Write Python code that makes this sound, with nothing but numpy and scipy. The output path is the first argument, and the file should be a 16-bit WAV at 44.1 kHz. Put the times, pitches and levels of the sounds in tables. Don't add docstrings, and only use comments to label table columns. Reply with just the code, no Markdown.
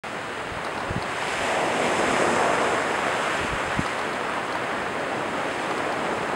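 import sys
import numpy as np
from scipy import signal
from scipy.fft import rfft, irfft
from scipy.io import wavfile

SR = 44100
rng = np.random.default_rng(int(sys.argv[2]) if len(sys.argv) > 2 else 0)


def wav_record(signal):
    frames = np.transpose(np.atleast_2d(signal))
    bounded = np.clip(frames, -1, 1)
    quanta = np.round(bounded * 32767).astype(np.int16)
    wavfile.write(sys.argv[1], SR, quanta)


N = 280035
TIME = np.arange(N) / SR
FREQ = np.maximum(np.arange(N // 2 + 1) * SR / N, 1)


# (frequency [Hz], relative level [dB])
SURF_SPECTRUM = [(25, -38), (45, -22.5), (70, -14), (130, -8), (300, -1), (650, 1), (1100, -2),
                 (1900, -5.5), (2900, -12.5), (4300, -24.5), (6500, -29.5), (9000, -32), (11500, -41),
                 (14500, -59)]
CLOUD_CENTRES = [354, 725, 1360, 2420]

def surf(swells, level_db=-25.5, heave_db=0.3, churn_db=0.38, flicker_db=0.7, far_hz=110):
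    water = colour(rng.standard_normal(N) + 0.44 * bursts(per_s=3000, spread_db=5), SURF_SPECTRUM)
    out = 0
    for hz in 2 ** np.arange(4, 14.6, .5):
        band = irfft(water * np.maximum(1 - 2 * abs(np.log2(FREQ / hz)), 0), N)
        shares = [np.interp(np.log(hz), np.log(CLOUD_CENTRES), row) for row in np.eye(len(swells))]
        near = sum(share * swell for share, swell in zip(shares, swells))
        far = 1 / (1 + (hz / far_hz) ** 2)
        lumpy = 1 / (1 + hz / 2500)
        tumble = undb(lumpy * (churn_db * walk(6.5) + flicker_db * walk(24)))
        out = out + band * (far + (1 - far) * near) * tumble
    return unit(out * undb(heave_db * walk(7.4))) * undb(level_db)


# (time [s], relative level [dB])
BREAKING_WAVES = [(1.0, 0), (4.98, -13)]
# (delay [s], rise [s], fall [dB/s], relative crest [dB])
PLUNGE_STAGE = (0.047, 0.61, 15, 7.2)
CRASH_STAGE = (0.56, 0.83, 9.2, 8.4)
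ROAR_STAGE = (0, 1.24, 11, 9.5)
RUN_UP_STAGE = (.29, 1.2, 4.4, 6.4)
SPLASH_STAGE = (0.05, 1, 4.5, 7)

def breakers():
    roar = surge(BREAKING_WAVES, *ROAR_STAGE)
    crash = surge(BREAKING_WAVES, *PLUNGE_STAGE) + surge(BREAKING_WAVES, *CRASH_STAGE)
    run_up = surge(BREAKING_WAVES, *RUN_UP_STAGE) + spray(crest_db=-0.5)
    splash = surge(BREAKING_WAVES, *SPLASH_STAGE) + spray(crest_db=8.5)
    clouds = zip(CLOUD_CENTRES, (roar, crash, run_up, splash))
    return [unit(np.sqrt(wash(hz) + power)) for hz, power in clouds]


def surge(events, delay_s, rise_s, fall_db_per_s, crest_db):
    power = 0
    for s, db in events:
        age = TIME - s - delay_s
        build = np.sin(np.pi / 2 * np.clip(age / rise_s, 0, 1)) ** 2
        drained_db = fall_db_per_s * np.maximum(age - rise_s, 0)
        power = power + (build * undb(db + crest_db - drained_db)) ** 2
    return power


# (time [s], relative level [dB])
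SAND_SLAPS = [(.83, -0.5), (2.74, -4), (3.25, -7.5), (5.0, -9)]

def spray(crest_db):
    return surge(SAND_SLAPS, delay_s=0, rise_s=0.65, fall_db_per_s=40, crest_db=crest_db)


# (time [s], relative level [dB])
LOW_WASH = [(0, -7), (.6, -3), (1.1, -2), (3.8, -1), (5.0, 1.7), (6.35, 4.7)]

def wash(hz, corner_hz=810):
    low_db = np.interp(TIME, *np.transpose(LOW_WASH))
    return undb(low_db / (1 + (hz / corner_hz) ** 2)) ** 2


# (frequency [Hz], relative level [dB])
FOAM_SPECTRUM = [(4000, -35), (4500, -15), (5100, 0), (6200, -2), (7700, 0.5), (9000, -5), (10500, -13),
                 (14000, -51)]
# (delay [s], rise [s], fall [dB/s], relative crest [dB])
WHITE_WATER_STAGE = (.03, 1.18, 8.1, 12.2)

def foam(level_db=-44.5, growth=1.19, flicker_db=0.7):
    white_water = np.sqrt(1 + surge(BREAKING_WAVES, *WHITE_WATER_STAGE) + spray(crest_db=9.5))
    swell = white_water ** growth
    bubbles = rng.standard_normal(N) + 0.46 * bursts(per_s=6700, spread_db=4)
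    sizzle = irfft(colour(bubbles, FOAM_SPECTRUM), N)
    return unit(sizzle * swell * undb(flicker_db * walk(20))) * undb(level_db)


# (time [s], level [dB], half length [s])
MIC_GUSTS = [(.52, -42, 0.063), (0.944, -35, 0.056), (1.407, -38, .04), (2.07, -47, .1), (3.429, -34, .025),
             (3.533, -30.5, .03), (3.688, -39, 0.032), (3.795, -29, 0.027)]
# (time [s], strength [dB], pitch [Hz])
MIC_EDDIES = [(.523, -23.5, 80), (.572, -24, 120), (.910, -14.5, 105), (0.965, -11.5, 163),
              (.982, -15, 150), (3.449, -14, 240), (3.536, -18, 120), (3.794, -6.5, 203)]

def wind(rumble_hz=(30, 150), decay_cycles=0.31):
    low_band = signal.butter(2, rumble_hz, "band", fs=SR, output="sos")
    rumble = unit(signal.sosfilt(low_band, rng.standard_normal(N)))
    gusts = sum(undb(db) * np.exp(-((TIME - s) / half_s) ** 2) for s, db, half_s in MIC_GUSTS)
    eddies = 0
    for s, db, hz in MIC_EDDIES:
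        cycles = hz * (TIME - s)
        eddies = eddies - undb(db) * np.sin(2 * np.pi * cycles) * np.exp(-abs(cycles) / decay_cycles)
    return gusts * rumble + eddies


# (time [s], relative level [dB], knock over ring [dB])
TICKS_AND_SLAPS = [(0.647, -34, 6), (.667, -39.5, 18), (.777, -38, 10), (0.803, -40.5, 16),
                   (1.023, -34.5, 7), (1.223, -41, 16), (1.281, -35, 4), (3.862, -32.5, 7), (3.990, -36, 9),
                   (4.012, -38, 9), (4.131, -38, 4), (4.524, -35.5, -2), (4.553, -37, 16.5),
                   (5.71, -37, 16), (5.779, -36, 1), (5.923, -34.5, 0)]
# (multiple of the ring pitch, width [Hz], relative level [dB])
RING_MODES = [(1, 1500, 8), (1.2, 1800, 1), (1.8, 4200, -5)]

def ticks_and_slaps(ring_hz=4420, knock_hz=900, decay_s=0.0053, gain_db=2, soft_hz=11000):
    t, out = TIME[:SR // 20], np.zeros(N)
    for s, db, knock_db in TICKS_AND_SLAPS:
        noise = rng.standard_normal(len(t))
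        ring = sum(undb(mode_db) * mode(noise, ring_hz * ratio, width_hz)
                   for ratio, width_hz, mode_db in RING_MODES)
        knock = undb(knock_db) * unit(mode(noise, knock_hz, width_hz=500))
        start = int(s * SR)
        out[start:start + len(t)] += undb(db + gain_db) * (unit(ring) + knock) * np.exp(-t / decay_s)
    return signal.sosfilt(signal.butter(3, soft_hz, fs=SR, output="sos"), out)


# (frequency [Hz], relative level [dB])
DISTANT_SPECTRUM = [(1500, -13), (3000, 2.5), (4100, 3), (5000, -1.5), (6500, -16), (9000, -6),
                    (14000, -33)]

def distant_shore(level_db=-50.5):
    hiss = irfft(colour(rng.standard_normal(N), DISTANT_SPECTRUM), N)
    return unit(hiss) * undb(level_db)


def bursts(per_s, spread_db):
    bursting = rng.random(N) < per_s / SR
    pops = bursting * rng.standard_normal(N)
    size_db = spread_db * np.minimum(rng.exponential(size=N), 3)
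    return unit(pops * undb(size_db))


def walk(rate):
    return unit(irfft(rfft(rng.standard_normal(N)) / (1 + (FREQ / rate) ** 2), N))


def colour(x, points):
    hz, db = np.transpose(points)
    return rfft(x) * undb(np.interp(np.log(FREQ), np.log(hz), db))


def mode(x, hz, width_hz):
    return resonance(resonance(x, hz, width_hz), hz, width_hz)


def resonance(x, hz, width_hz):
    return signal.lfilter(*signal.iirpeak(hz, hz / width_hz, fs=SR), x)


def undb(db):
    return 10 ** (np.asarray(db) / 20)


def unit(x):
    return x / np.sqrt(np.mean(x ** 2))


def scene():
    return (surf(breakers()) + foam() + distant_shore() + wind() + ticks_and_slaps())[None]


# (frequency [Hz], width [Hz], depth [0-1])
PORT_NOTCHES = [(5700, 580, 0.8), (6980, 190, 0.6)]

def record(dry, whine_hz=15676, whine_db=-76, top_hz=15850, opens_s=0.036):
    for hz, width_hz, depth in PORT_NOTCHES:
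        dry = dry - depth * resonance(dry, hz, width_hz)
    whine = undb(whine_db) * unit(np.sin(2 * np.pi * whine_hz * TIME))
    mic_open = TIME > opens_s
    top_cut = signal.ellip(10, .2, 70, top_hz, fs=SR, output="sos")
    return signal.sosfilt(top_cut, (dry + whine) * mic_open)


dry = scene()
out = record(dry)
wav_record(out)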